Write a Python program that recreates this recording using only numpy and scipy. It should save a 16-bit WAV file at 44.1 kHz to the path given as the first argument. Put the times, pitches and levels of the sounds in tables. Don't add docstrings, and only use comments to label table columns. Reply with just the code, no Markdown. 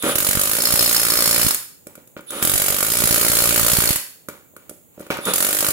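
import sys
import numpy as np
from scipy import signal
from scipy.fft import rfft, irfft, next_fast_len
from scipy.io import wavfile
from scipy.ndimage import uniform_filter1d

SR = 44100
rng = np.random.default_rng(int(sys.argv[2]) if len(sys.argv) > 2 else 0)


def transcribe(signal):
    frames = np.atleast_2d(signal).T
    limited = np.clip(frames, -1, 1)
    pcm = np.round(limited * 32767).astype(np.int16)
    wavfile.write(sys.argv[1], SR, pcm)


def linear_from_db(decibels):
    return 10 ** (np.asarray(decibels, float) / 20)


N = 252252
TIME = np.arange(N) / SR
FULL_HZ = 778

# pitch_hz, width_hz, level_db
RIM_MODES = [(314, 310, -3.5), (432, 89, 0), (561, 47, 4)]
# pitch_hz, width_hz, level_db
HUB_MODES = [(1210, 490, 0.5), (1502, 150, 0.5), (2264, 86, 7), (2730, 2450, -2.5)]
# pitch_hz, level_db (per Hz)
STEEL_COLOUR = [(900, -8), (1500, -4), (2250, -7.5), (4000, -7), (4800, -6.5), (5500, -3.5), (6000, -6.5),
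                (6700, 3), (7840, 0.5), (9000, 3), (10300, 5.5), (12500, 3), (14500, 3.5), (16000, -3.5)]


def along(points, hz):
    f, v = np.transpose(points)
    return np.interp(np.log(hz + 1), np.log(f + 1), v)


def unit(x):
    return x / np.sqrt(np.mean(x ** 2) + 1e-20)


def filtered(x, response):
    m = next_fast_len(N + SR // 2)
    hz = np.fft.rfftfreq(m, 1 / SR)
    return irfft(rfft(x, m) * response(hz), m)[..., :N]


def ringing(x, modes):
    def response(f):
        total = 0
        for k, (pitch, width, db) in enumerate(modes):
            damping = 1j * f * width
            total = total + (-1) ** k * linear_from_db(db) * damping / (pitch * pitch - f * f + damping)
        return total
    return filtered(x, response)


def hiss(spectrum):
    return unit(filtered(rng.standard_normal((2, N)), lambda hz: linear_from_db(along(spectrum, hz))))


def near(alike):
    alike = np.clip(alike, 0, 1)
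    shared = np.sqrt(alike) * rng.standard_normal(N)
    return shared + np.sqrt(1 - alike) * rng.standard_normal((2, N))


def bursts(times, gains, rise, t60):
    marks = np.zeros(np.shape(gains)[:-1] + (N,))
    marks[..., (np.asarray(times) * SR).astype(int)] = gains
    t = TIME[:SR // 20]
    shape = (1 - np.exp(-t / rise)) * linear_from_db(-60 * t / t60)
    shape = shape.reshape((1,) * (marks.ndim - 1) + (-1,))
    return signal.fftconvolve(marks, shape, axes=-1)[..., :N]


def strikes(times, gains, t60, rough, alike):
    return bursts(times, gains, rise=0.00011, t60=t60) * (1 + rough * near(alike))


def curve(spans, column, rest=-120):
    out = np.full(N, float(rest))
    for rows in spans:
        s, v = np.transpose(rows)[[0, column]]
        inside = (TIME >= s[0]) & (TIME <= s[-1])
        out[inside] = np.interp(TIME[inside], s, v)
    return out


def floor():
    # pitch_hz, level_db (per Hz)
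    hush_colour = [(15, -30), (25, -31.5), (102, -6), (137, -6.5), (447, -9.5), (1680, -30.5), (2250, -28),
                   (4190, -31), (5950, -54), (6630, -17), (8910, -26), (15700, -15)]
    return linear_from_db(-51) * hiss(hush_colour)


def spin():
    # engage_s (gears), bite_s (hammer), rattle_db, air_db, whine_db
    pulls = [
        (0.027, 0.152, -22, -22.5, -42),
        (2.309, 2.46, -32.5, -32, -44),
        (5.252, 5.339, -20.5, -25, -27.5),
    ]
    lead_s, spin_up_s = .045, .085
    rise_s, fall_s = 0.012, 0.028
    chirp_db, wake_db = -27.5, 15
    slack_db, air_swell_db = 21, 2.5
    speed, spans = np.zeros(N), []
    for engage, bite, rattle_db, air_db, whine_db in pulls:
        since = TIME - engage + lead_s
        running = (since > 0) & (TIME < bite)
        speed += FULL_HZ * (1 - np.exp(-np.abs(since) / spin_up_s)) * running
        spans.append([(engage - lead_s, rattle_db - 2 * slack_db, air_db - slack_db, chirp_db - wake_db),
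                      (engage, rattle_db - slack_db, air_db - 19, chirp_db),
                      (engage + rise_s, rattle_db, air_db - air_swell_db, whine_db),
                      ((engage + bite) / 2, rattle_db, air_db, whine_db),
                      (bite - fall_s, rattle_db - 5, air_db - air_swell_db / 2, whine_db),
                      (bite, rattle_db - slack_db, air_db - 32, whine_db - slack_db)])
    return speed, spans


def motor():
    # pitch_hz, width_hz, level_db
    gear_modes = [(3570, 90, 0)]
    # pitch_hz, width_hz, level_db
    case_modes = [(265, 170, 2.5), (559, 85, 7.5), (1270, 280, 1.5)]
    # pitch_hz, level_db (per Hz)
    air_colour = [(1500, -21), (2400, -7), (3300, -8.5), (4600, -14), (5960, -18.5), (6960, -12.5),
                  (8830, -13.5), (10400, 0), (12000, -14.5), (16000, -13)]
    switch_hz = 10150
    speed, spans = spin()
    winding = 2 * np.pi * np.cumsum(speed) / SR
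    drift = np.cumsum(rng.standard_normal(N) * (0.027 + 0.37 * (speed / FULL_HZ) ** 3))
    carrier = np.sin(2 * np.pi * switch_hz * TIME + drift)
    tone = linear_from_db(-3 - 19 * (speed / FULL_HZ) ** 2) * 2 * np.cos(winding) * carrier
    gears = speed / 600 * unit(ringing(near(0.073), gear_modes))
    fizz = linear_from_db(-24) * hiss([(9300, -45), (10000, -11.5), (10900, -21)])
    whine = linear_from_db(curve(spans, column=3)) * (tone + gears + fizz)
    unevenness = unit(uniform_filter1d(rng.standard_normal(N), size=90))
    slack = near(1.0) * linear_from_db(4.3 * unevenness)
    rattle = linear_from_db(curve(spans, column=1)) * unit(ringing(slack, case_modes))
    air = linear_from_db(curve(spans, column=2)) * hiss(air_colour)
    return whine + rattle + air


def taps():
    # start_s, click_db, low_knock_db, high_knock_db
    contacts = [(0.024, -22, -50, -30), (1.5277, -53, -79, -37), (1.545, -13, -54, -44),
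                (1.8688, -33.5, -37.5, -43), (1.9537, -37.5, -50.5, -43), (1.9779, -58, -45, -48),
                (2.007, -58, -66, -66), (2.0735, -43, -63, -68), (2.1662, -57, -39, -35),
                (2.1925, -65, -45, -36), (2.2067, -45, -63, -60), (2.3051, -24, -43, -39),
                (2.4198, -26, -58, -36), (2.436, -19, -41, -38.0), (4.2858, -28, -34, -31),
                (4.297, -45, -68, -53), (4.5372, -76, -55, -77), (4.5648, -38, -47.5, -37),
                (4.6944, -30, -45, -45), (4.7113, -62, -43, -70), (4.9781, -60, -44.5, -60),
                (4.995, -40, -47, -50.0), (5.0044, -45.5, -33, -44), (5.01, -40, -49, -59.0),
                (5.0659, -43, -45.5, -47), (5.1035, -31, -23.5, -16), (5.1697, -34, -47, -33),
                (5.1875, -52.0, -33, -27.5), (5.253, -19, -46, -38)]
    # pitch_hz, width_hz, level_db
    hub_ring = [(2313, 18, 5.5), (1446, 27, -4.5)]
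    # start_s, level_db
    rub = [
        [(1.87, -57), (1.95, -60), (1.985, -56.5), (2.06, -69)],
        [(2.17, -40.5), (2.24, -67), (2.3, -65.5)],
        [(4.29, -46), (4.39, -58.5), (4.5, -91), (4.55, -75), (4.6, -59), (4.72, -67), (4.8, -70)],
        [(4.9, -73), (4.97, -59), (5.03, -47.5), (5.1, -55), (5.11, -24), (5.19, -38.5), (5.25, -53)],
    ]
    # pitch_hz, level_db (per Hz)
    slide_colour = [(60, -22), (200, -4), (550, -9), (900, -1), (1400, -8), (2350, -7), (3100, -10.5),
                    (8000, -21.5)]
    s, click_db, low_db, high_db = np.transpose(contacts)
    click = bursts(s, linear_from_db(click_db + 5.0), rise=0.00076, t60=0.028) * hiss(STEEL_COLOUR)
    low_push = strikes(s, linear_from_db(low_db + 34.5), t60=0.0018, rough=1.0, alike=0.78)
    high_push = strikes(s, linear_from_db(high_db + 28.5), t60=0.0017, rough=1.0, alike=0.89)
    ring_push = strikes(s, linear_from_db(high_db + 34), t60=0.0014, rough=0.49, alike=0.61)
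    soft = filtered(ringing(low_push, RIM_MODES), lambda hz: 1 / (1 + 1j * hz / 900) ** 2)
    soft += filtered(ringing(high_push, HUB_MODES), lambda hz: 1 / (1 + 1j * hz / 3500) ** 2)
    soft += ringing(ring_push, hub_ring)
    unevenness = unit(uniform_filter1d(rng.standard_normal(N), size=200))
    grit = near(0.39) * linear_from_db(3.0 * unevenness)
    sliding = unit(filtered(grit, lambda hz: linear_from_db(along(slide_colour, hz))))
    return click + soft + linear_from_db(curve(rub, column=1)) * sliding


def blows():
    # start_s, blows_so_far (count)
    pace = [
        [(.1554, 0), (.1821, 1), (.31, 7), (.4344, 13), (.5332, 18), (.9971, 45), (1.4828, 73), (1.5067, 74)],
        [(2.4276, 0), (2.4953, 3), (2.8474, 20), (2.884, 22), (3.0205, 30), (3.3865, 51), (3.907, 81),
         (3.9289, 82), (3.9581, 83)],
        [(5.3358, 0), (5.358, 1), (5.4044, 3), (5.4674, 6), (5.5872, 12), (5.7051, 18)],
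    ]
    # start_s, blow_db, grip_db, shake_db
    effort = [(.15, -12.5, -1, -3), (.4, -15.5, -1.3, -3), (.55, -17, 1.7, -5), (.8, -13.5, -1.5, 4),
              (1.0, -15.5, -1.1, -2.5), (1.4, -13.5, 1.5, 4), (1.52, -13, -10, -15), (2.4, -13.5, -1.5, 6),
              (2.7, -15.5, 1, 1), (2.9, -16, -1.5, 3), (3.05, -14, 1, 8), (3.5, -14, 2.5, 7.5),
              (3.9, -13.5, 0.5, 4.5), (3.97, -20, -16, 9), (5.33, -13, -3.5, -16), (5.5, -16, 3, -10),
              (5.72, -16, -3, -10)]
    lug_db = .9
    turns, times = [], []
    for rows in pace:
        count = np.arange(rows[-1][1] + 1)
        at, struck_so_far = np.transpose(rows)
        turns.append(count)
        times.append(np.interp(count, struck_so_far, at))
    s = np.concatenate(times)
    luck = rng.standard_normal((len(s), 4))
    at, *controls = np.transpose(effort)
    blow_db, grip_db, shake_db = [np.interp(s, at, c) for c in controls]
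    crack_db = blow_db - lug_db * (-1) ** np.concatenate(turns) + 1.65 * luck[:, 0]
    knock_db = blow_db + grip_db - 9 + 2 * luck[:, 1]
    thump_db = blow_db + shake_db - 20 + 2.5 * np.minimum(luck[:, 2], 1)
    jitter_s = .0005
    return s + jitter_s * luck[:, 3], crack_db, knock_db, thump_db


def hammer(struck):
    # start_s, level_db, upper_over_lower_db
    seat = [
        [(.15, -60, 5), (.56, -46, 0.1), (.61, -35, 3), (.9, -43, 3.5), (1.25, -38, 3), (1.33, -41, 1),
         (1.6, -45, 3)],
        [(2.42, -59, -8), (2.9, -48, 6), (3.3, -41.5, -4), (4, -42, -6)],
        [(5.33, -65, -3), (5.72, -64, -3)],
    ]
    # pitch_hz, width_hz
    socket_modes = [(4405, 100), (5175, 90)]
    s, crack_db, knock_db, _ = struck
    crack_db, knock_db = np.minimum(crack_db, -12.5), np.minimum(knock_db, -20)
    late = s + .0015 + .002 * rng.random(len(s))
    both, both_db = np.append(s, late), np.append(crack_db, crack_db - 6.5)
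    steel = hiss(STEEL_COLOUR)
    bright = filtered(steel, lambda hz: 1 / (1 + (8800 / (hz + 1)) ** 12))
    dull = filtered(steel, lambda hz: 1 / (1 + (hz / 5600) ** 12))
    body = steel - bright - dull
    crack = bursts(both, linear_from_db(both_db + 3.0), rise=0.00018, t60=0.028) * bright
    crack += bursts(both, linear_from_db(both_db - 0.5), rise=0.0014, t60=0.051) * body
    crack += bursts(s, linear_from_db(crack_db + 10.5), rise=0.00024, t60=0.024) * dull
    low_push = strikes(s, linear_from_db(knock_db + 22.0), t60=0.0015, rough=1.35, alike=0.34)
    high_push = strikes(s, linear_from_db(knock_db + 18.0), t60=0.0019, rough=1.75, alike=0.83)
    knock = ringing(low_push, RIM_MODES) + ringing(high_push, HUB_MODES)
    jab_gain = linear_from_db(crack_db + 76 + 3.1 * rng.standard_normal(len(s)))
    jab = strikes(late, jab_gain, t60=0.00086, rough=0.6, alike=0.28)
    ring = 0
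    for k, (hz, width) in enumerate(socket_modes):
        ring_db = curve(seat, column=1) + k * curve(seat, column=2, rest=0)
        ring = ring + ringing(linear_from_db(ring_db) * jab, [(hz, width, 0)])
    return crack + knock + ring


def overload(struck):
    # start_s, level_db
    slams = [(0.155, -27), (0.205, -25), (0.2894, -21), (0.351, -25), (0.3715, -19.5), (0.3933, -34),
             (0.7234, -33), (0.7383, -20), (0.8087, -27), (1.116, -49), (1.274, -33), (1.4471, -19.5),
             (1.4657, -15.5), (2.4479, -19), (2.537, -20), (2.5544, -21), (2.7006, -23), (3.0389, -19),
             (3.1078, -23), (3.1776, -31), (3.2987, -18), (3.611, -24), (3.631, -22), (3.665, -20),
             (3.7328, -21), (3.7857, -15.5), (3.8724, -19.5), (3.9058, -18), (5.688, -27)]
    ordinary = [struck[0] + 2 / SR, struck[3]]
    s, thump_db = np.append(np.transpose(slams), ordinary, axis=1)
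    luck = rng.standard_normal((len(s), 3))
    throw = luck[:, 1:] + 0.53 * luck[:, :1] + [0, 0.8]
    throw = np.sign(throw) * linear_from_db(thump_db[:, None] + [8, 15])
    push = bursts(s, throw.T, rise=0.0001, t60=0.0077)
    return ringing(push, [(138, 230, 0)])


def garage(x):
    # pitch_hz, t60_s (time to fall 60 dB)
    room_fade = [(100, 0.38), (700, 0.36), (1840, 0.47), (4850, 0.49), (12800, 0.45)]
    hz, t, z = signal.stft(rng.standard_normal((2, SR * 2 // 3)), SR, nperseg=256)
    alike = 0.93 / (1 + (hz[:, None] / 1200) ** 2)
    shared = z.sum(0) / np.sqrt(2)
    z = np.sqrt(np.clip(1 - alike, 0, 1)) * z + np.sqrt(alike) * shared
    fade = linear_from_db(-60 * t / along(room_fade, hz)[:, None])
    tail = signal.istft(z * fade, SR, nperseg=256)[1]
    delayed = np.pad(x, ((0, 0), (150, 0)))
    return signal.fftconvolve(delayed, tail / np.linalg.norm(tail[0]), axes=1)[:, :N]


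def scene():
    struck = blows()
    tool = hammer(struck) + motor()
    small = taps()
    room = garage(linear_from_db(-3) * tool + linear_from_db(-6) * small)
    return tool + small + room + overload(struck) + floor()


def low_pass(x):
    return signal.sosfilt(signal.butter(12, 16640, fs=SR, output="sos"), x)


def record(dry):
    # pitch_hz, left_minus_right_db
    port_lean = [(200, -4), (450, -1.5), (1220, -1), (2010, -1.5), (3330, 0), (5000, -0.5), (6500, 5),
                 (8000, 7.5), (9500, -6), (12000, -6), (15000, -4)]
    top_hz = 15800

    def ports(hz):
        level = linear_from_db(along(port_lean, hz) * [[.5], [-.5]])
        delay = np.exp(-1j * np.pi * hz * [[6], [-6]] / SR)
        return level * delay * np.where(hz < top_hz, 1, linear_from_db(-46))

    rounded = dry / (1 + np.abs(dry / 1.1) ** 4) ** .25
    return low_pass(filtered(rounded, ports))


dry = scene()
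out = record(dry)
transcribe(out)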